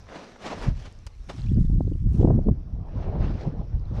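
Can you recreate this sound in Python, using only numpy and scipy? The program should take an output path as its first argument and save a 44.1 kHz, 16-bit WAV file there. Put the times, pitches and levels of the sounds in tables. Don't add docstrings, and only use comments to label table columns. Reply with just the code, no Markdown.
import sys
import numpy as np
from scipy import signal
from scipy.fft import rfft, irfft, next_fast_len
from scipy.io import wavfile
from scipy.ndimage import uniform_filter1d, map_coordinates

SR = 44100
rng = np.random.default_rng(int(sys.argv[2]) if len(sys.argv) > 2 else 0)


def file_out(sig):
    cols = np.atleast_2d(sig).T
    lim = np.clip(cols, -1, 1)
    pcm = np.round(lim * 32767).astype(np.int16)
    wavfile.write(sys.argv[1], SR, pcm)


def linear_from_db(decibels):
    return 10 ** (np.asarray(decibels, float) / 20)


N = 176400

# time in seconds, strength in dB, air speed as a ratio.
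WIND_COURSE = [(0, -46, 1.41), (.25, -64, 1.04), (.55, -44.5, 1.09), (.68, -27.5, 1.22), (.9, -47, 0.99),
               (1.35, -40, 1.26), (1.5, -19, 1.275), (1.72, -24, 1.234), (1.87, -24, 1.566),
               (1.99, -34.5, 1.07), (2.07, -21.5, 1.17), (2.3, -19, 2.7), (2.43, -24, 1.8),
               (2.52, -20.5, 2.03), (2.57, -35.5, 1.36), (3.2, -27.5, 1.68), (3.62, -36, 1.226),
               (4, -27.5, 1.18)]
# peak in seconds, level in dB, air speed as a ratio,
# half length in seconds.
WIND_BURSTS = [(0.664, -27.5, 1.2, 0.011), (0.684, -19, 1.83, 0.01715), (0.714, -24.5, 1.93, 0.01412),
               (0.802, -33, 1.25, 0.0078), (1.067, -32.5, 1.38, 0.0075), (1.209, -35, 1.3, 0.0085),
               (1.522, -17, 2.27, 0.01532), (1.583, -15, 3.29, 0.01107), (2.392, -19, 4.78, 0.005886),
               (1.65, -19, 3.21, 0.005004), (1.809, -24, 6.63, 0.00293), (1.853, -24, 3.59, 0.0058),
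               (1.872, -21.5, 3.07, 0.0035), (1.921, -22.5, 3.95, 0.00669), (1.956, -24.5, 3.18, 0.00506),
               (2.025, -22, 2.59, 0.007084), (2.068, -19.5, 2.766, 0.007), (2.204, -16, 4.16, 0.012067),
               (2.231, -17.5, 6.2, 0.004495), (2.25, -10.5, 4.5, 0.00643), (2.278, -15, 4.87, 0.00597),
               (2.307, -13.5, 5.33, 0.00771), (2.361, -17.5, 2.6, .025), (2.47, -16, 3.29, 0.00766),
               (2.491, -16, 6.12, .012), (3.148, -22, 2.07, 0.01545), (3.21, -21, 1.96, 0.014),
               (3.246, -22, 2.6, 0.01462), (3.48, -19.5, 2.29, 0.014), (3.752, -20, 1.37, 0.019),
               (1.75, -22.5, 2.415, 0.0059), (1.785, -21, 2.89, 0.00988), (2.122, -24, 3.072, .01),
               (2.148, -20.5, 3.387, 0.0083), (2.327, -20, 4.54, 0.00673), (2.42, -20.5, 2.86, 0.0074),
               (2.515, -17.5, 3.01, 0.00805), (2.586, -33.5, 2.5, 0.01604), (2.742, -28.5, 2.25, 0.01212),
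               (3.351, -26, 3.06, 0.00987), (3.601, -27.5, 2.43, 0.01496), (3.927, -28.5, 2, 0.021)]
# frequency in Hz, level in dB.
EDDY_COLOUR = [(12, -10.5), (25, -0.5), (50, -4.5), (85, -7), (130, -17.5), (200, -29.5), (350, -47),
               (900, -110)]
# peak in seconds, peak level in dB, pitch in Hz.
MEMBRANE_SNAPS = [(1.808, -18, 444), (1.879, -21, 258), (2.247, -5.5, 230), (2.286, -14.5, 360),
                  (2.308, -11, 400), (2.391, -22, 390), (2.488, -23.5, 590), (2.234, -18.5, 440),
                  (2.213, -12.5, 270), (.687, -13.5, 110), (2.471, -15.5, 235), (1.7, -17, 170),
                  (1.612, -10, 116), (2.352, -14.5, 160), (2.38, -19, 220), (1.812, -18.5, 157)]
# crest in seconds, level in dB, rise in seconds, drain in seconds.
WAVE_CRESTS = [
    (3.17, -37.5, 0.18, 0.19),
    (2.905, -52, 0.13, 0.13),
    (3.75, -48.5, 0.031, 0.021),
    (3.9, -51, 0.084, 0.068),
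    (3.48, -43, 0.074, 0.05),
    (3.62, -51, 0.034, 0.071),
    (3.6, -55, 0.039, 0.017),
    (4.02, -38, 0.077, .1),
    (2.24, -48.5, 0.12, 0.35),
]
# frequency in Hz, level in dB.
WASH_COLOUR = [(150, -6.5), (350, 2.5), (700, -3), (1300, -16), (2400, -28.5), (5000, -40.5), (6300, -44),
               (8000, -66.5)]
# frequency in Hz, level in dB.
LAPPING_COLOUR = [(200, 2.5), (1250, -8.5), (3400, -15.5), (5050, -15), (5750, -12.5), (6900, -24.5),
                  (13000, -44), (14000, -61.5)]
# peak in seconds, peak level in dB, fall in seconds.
PEBBLE_SLIPS = [(0.028, -46.5, 0.0078), (0.068, -40.5, 0.0043), (0.087, -38, 0.0055), (0.12, -38.5, 0.0038),
                (0.145, -33, 0.0045), (0.156, -30, 0.0095), (0.219, -35, 0.0033), (0.237, -34, 0.0053),
                (0.318, -36, 0.0061), (0.361, -34, 0.0045), (0.442, -26, 0.0045), (0.464, -25.5, 0.005),
                (0.478, -28, 0.0081), (0.52, -33, 0.0047), (0.534, -33, 0.005), (0.58, -30, 0.0055),
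                (0.622, -31, 0.0066), (0.654, -31, 0.0058), (3.031, -37, 0.0042), (3.076, -39.5, 0.005),
                (3.201, -34, 0.0079), (3.47, -42, 0.0052), (3.593, -51, 0.0037), (3.663, -53, 0.0027)]
# peak in seconds, level in dB, rise in seconds, fall in seconds, brightness
# in dB (each dB lifts the bright grit by 1 dB and lowers the dull grit by 2.54 dB).
SHOE_LOADS = [(0.162, -51, 0.041, 0.047, -2.5), (.1, -60.5, 0.018, 0.022, -3),
              (.24, -60, 0.059, 0.031, -0.5), (.3, -61, 0.19, 0.28, -1.5), (0.436, -44.5, 0.027, 0.021, 1),
              (.472, -38.5, 0.024, 0.024, .5), (0.532, -46, 0.032, 0.02, -2.5),
              (.6, -48.5, 0.047, 0.053, 2), (0.647, -45.5, 0.046, 0.023, -0.5),
              (0.694, -52.5, 0.051, 0.013, -1), (0.801, -52, 0.046, 0.1, 4), (0.87, -53, 0.028, 0.01, -1),
              (1.069, -41, 0.0031, 0.0068, 4.5), (1.3, -38, 0.0082, 0.014, 0.5),
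              (1.4, -52.5, 0.12, 0.12, 5), (2.145, -66, 0.02, 0.057, 12), (2.222, -59, 0.023, .025, 9),
              (3.039, -62.5, 0.1, 0.047, -2.5), (3.24, -57.5, 0.041, 0.13, -4),
              (3.421, -51.5, 0.047, 0.046, 3.5), (3.979, -52, 0.044, 0.06, 1)]
# frequency in Hz, level in dB per Hz.
GRIT_COLOUR = [(90, -41.5), (160, -5.5), (620, -3), (1450, -9), (3000, -14.5), (6000, -20.5),
               (10500, -40.5), (15000, -67.5)]
# knock in seconds, peak level in dB, pitch in Hz, ring in cycles.
STONE_KNOCKS = [(0.088, -34, 2120, 0.94), (0.244, -40, 5030, 2.2), (0.358, -44, 1640, 2.7),
                (0.926, -43, 7550, 1.4), (0.9896, -43.5, 5736, 2), (1.0665, -23, 6500, 0.6),
                (1.2948, -42, 2007, 0.76), (1.4182, -40, 4200, 4.43), (1.4406, -45, 3434, 4),
                (1.468, -48.5, 2490, 8.8), (1.485, -44, 2740, 3), (1.494, -49.5, 3380, 8.2),
                (1.527, -51, 7543, 3.5), (1.545, -50, 4870, 5.1), (1.875, -50, 3774, 1.8),
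                (1.9345, -58, 2918, 9.5), (1.98, -57, 5970, 2.7), (2.1001, -55, 4198, 3.1),
                (2.1221, -57, 4952, 1.285), (2.3615, -52.5, 5610, 2.5), (2.4354, -58, 5500, 4.8),
                (3.7811, -55, 3048, 1.27), (3.797, -43, 4940, 1), (3.855, -54, 4000, 5)]
# start in seconds, level in dB, first pitch in Hz, pitch rise in Hz per second,
# half length in seconds.
HOLLOW_GURGLE = (1.692, -53, 600, 12000, .011)
# peak in seconds, level in dB, rise in seconds, fall in seconds.
GRIT_SIFTS = [
    (1.62, -73.5, 0.57, 0.51),
    (2.159, -68, 0.047, 0.11),
]

LOW_CUT_HZ, MIC_HZ, HISS_DB = 22.6, 12900, -86
LAPPING_DB, FADE_DB_PER_S = -55.5, -2
DUCK_DB, DUCK_S, DUCK_SPAN_S = -6.5, 1.23, 0.25
RECOVER_DB_PER_S, RECOVER_S = 6, 2.6
GUARD_DB, GUARD_HZ, GUARD_S, GUARD_SPAN_S = -8, 6300, 2.4, 0.08
SLIP_DB, SLIP_RISE_S = -9, 0.00024
TIP_DB, TIP_RATIO = -25, 2.3


def unit(x):
    return x / np.sqrt(np.mean(x ** 2) + 1e-20)


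def along(colour, hz):
    f, db = np.transpose(colour)
    return np.interp(np.log(hz + 1), np.log(f + 1), db)


def wobble(rate):
    return map_coordinates(rng.standard_normal(500), [np.arange(N) * rate / SR])


def swell(s, rise, fall):
    t = np.arange(N) / SR - s
    return np.where(t < 0, np.exp(-(t / rise) ** 2), np.exp(-np.abs(t / fall) ** 1.109))


def filtered(x, gain):
    m = next_fast_len(N + 8192)
    spectrum = rfft(np.pad(x, 4000, mode="reflect"), m)
    return irfft(spectrum * gain(np.fft.rfftfreq(m, 1 / SR)), m)[4000:N + 4000]


def rush(colour, patchy_db, tilt_db=0, spiky_db=0):
    grain = np.minimum(rng.exponential(size=N // 8 + 1), 4).repeat(8)[:N]
    hail = rng.standard_normal(N) * linear_from_db(spiky_db * grain)
    z = signal.stft(hail, nperseg=512)[2]
    patches = uniform_filter1d(rng.standard_normal(z.shape), size=6, axis=0)
    patches = uniform_filter1d(patches, size=8, axis=1)
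    x = signal.istft(z * linear_from_db(patchy_db * unit(patches)), nperseg=512)[1][:N]
    return unit(filtered(x, lambda hz: linear_from_db(along(colour, hz) + tilt_db * np.log2(hz / 2000 + 0.0033))))


def eddies(speed):
    row = rush(EDDY_COLOUR, patchy_db=2.5)
    power = uniform_filter1d(uniform_filter1d(row ** 2, size=700, mode="wrap"), size=400)
    row = row / (np.sqrt(np.abs(power)) + 0.3)
    row = unit(filtered(row, lambda hz: 1 / (1 + (hz / 260) ** 4)))
    return map_coordinates(row, [np.cumsum(speed)], order=3, mode="mirror")


def wind():
    s, db, ratio = np.transpose(WIND_COURSE)
    t = np.arange(N) / SR
    strength_db, speed = np.interp(t, s, db), np.interp(t, s, ratio)
    lump = np.tanh(0.5994 * wobble(24))
    power = linear_from_db(2 * (strength_db + 4 * lump + 2.29 * np.tanh(0.6 * wobble(8))))
    flow = power * speed * np.exp(0.3012 * lump + 0.3 * np.maximum(wobble(70), 0))
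    for s, db, ratio, half in WIND_BURSTS:
        burst = linear_from_db(2 * db) * swell(s, half, half) ** 2
        power = power + burst
        flow = flow + burst * ratio
    speed = uniform_filter1d(flow / power, size=60)
    return np.sqrt(power) * (0.72 * eddies(speed) + 0.88 * eddies(0.8 * np.sqrt(speed)))


def water():
    t = np.arange(N) / SR
    wash = sum(linear_from_db(db) * swell(s, rise, drain) for s, db, rise, drain in WAVE_CRESTS)
    wash = wash * linear_from_db(0.44 * np.tanh(wobble(13)) + 0.46 * wobble(50))
    duck_db = DUCK_DB / (1 + np.exp((DUCK_S - t) / DUCK_SPAN_S))
    recovery_db = RECOVER_DB_PER_S * np.maximum(t - RECOVER_S, 0)
    lapping_db = LAPPING_DB + FADE_DB_PER_S * t + duck_db + recovery_db + 1.1 * wobble(13)
    near = wash * rush(WASH_COLOUR, patchy_db=3.0, spiky_db=3.5)
    return near + linear_from_db(lapping_db) * rush(LAPPING_COLOUR, patchy_db=2.5, spiky_db=2.5)


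def slips():
    grit = rush(GRIT_COLOUR, patchy_db=1.5, tilt_db=-3.0, spiky_db=2.0)
    grit = grit / np.sqrt(np.abs(uniform_filter1d(grit ** 2, size=130)) + 0.058)
    cracks = sum(linear_from_db(db + SLIP_DB) * swell(s + SLIP_RISE_S, SLIP_RISE_S, fall) for s, db, fall in PEBBLE_SLIPS)
    return cracks * grit


def stones():
    out, t = np.zeros(N + 900), np.arange(800) / SR
    trickle = [(1.6 + s * s, -62 - 6 * s - 3 * np.log(1.02 - a), 3200 * np.exp(1.1 * b), 1.8 + 3 * c)
               for s, a, b, c in rng.uniform(size=(160, 4))]
    for s, db, hz, cycles in list(STONE_KNOCKS) + trickle:
        ring = np.exp(-t * hz / cycles) * (1 - np.exp(-t * hz * 2.5)) * np.sin(2 * np.pi * hz * t)
        out[round(s * SR):][:800] += linear_from_db(db + 2.0) * ring
    s, db, hz, rise, half = HOLLOW_GURGLE
    t = np.arange(N) / SR - s
    gurgle = np.sin(2 * np.pi * (hz * t + rise * t * t / 2))
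    return out[:N] + linear_from_db(db) * swell(s + half, half, half) * gurgle


def steps():
    dull = rush(GRIT_COLOUR, patchy_db=1.74, tilt_db=-2.0, spiky_db=1.5)
    bright = rush(GRIT_COLOUR, patchy_db=2.5, tilt_db=3.5, spiky_db=3.5)
    out = np.zeros(N)
    for s, db, rise, fall, tilt_db in SHOE_LOADS:
        grit = linear_from_db(4 - 2.54 * tilt_db) * dull + linear_from_db(tilt_db - 8.5) * bright
        out += linear_from_db(db) * swell(s, rise, fall) * grit
    return out * linear_from_db(2.2 * np.tanh(0.47 * wobble(80)))


def snaps():
    def suck(u):
        return (2 * u ** 2 - 1) * np.exp(-u ** 2)

    out = np.zeros(N)
    for s, db, hz in MEMBRANE_SNAPS:
        u = np.pi * hz * (np.arange(N) / SR - s)
        out += linear_from_db(db) * (suck(u) + linear_from_db(TIP_DB) * suck(TIP_RATIO * u))
    return out


def sifting():
    slide = sum(linear_from_db(db) * swell(s, rise, fall) for s, db, rise, fall in GRIT_SIFTS)
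    return slide * rush(GRIT_COLOUR, patchy_db=-0.5, tilt_db=16, spiky_db=4.0)


def scene():
    air = filtered(wind(), lambda hz: 1 / np.sqrt(1 + (LOW_CUT_HZ / (hz + 1)) ** 4))
    far = filtered(water() + stones() + sifting(), lambda hz: np.where(hz < MIC_HZ, 1, 0.12))
    return (air + far + slips() + steps() + snaps())[None]


def band_limit(x):
    return signal.sosfilt(signal.butter(12, 15130, fs=SR, output="sos"), x)


def record(dry):
    t = np.arange(N) / SR
    treble = filtered(dry[0], lambda hz: 1 / (1 + (GUARD_HZ / (hz + 1)) ** 20))
    trim_db = GUARD_DB / (1 + np.exp((GUARD_S - t) / GUARD_SPAN_S))
    trim_db = trim_db * (1 - 0.6 * swell(4, 0.06, 1))
    hiss = filtered(rng.standard_normal(N), lambda hz: hz < MIC_HZ)
    hiss = linear_from_db(HISS_DB + 2.1 * wobble(49)) * hiss
    mix = dry + (linear_from_db(trim_db) - 1) * treble + hiss
    mix = mix / (1 + (mix / 0.75) ** 4) ** 0.25
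    return band_limit(mix)


dry = scene()
out = record(dry)
file_out(out)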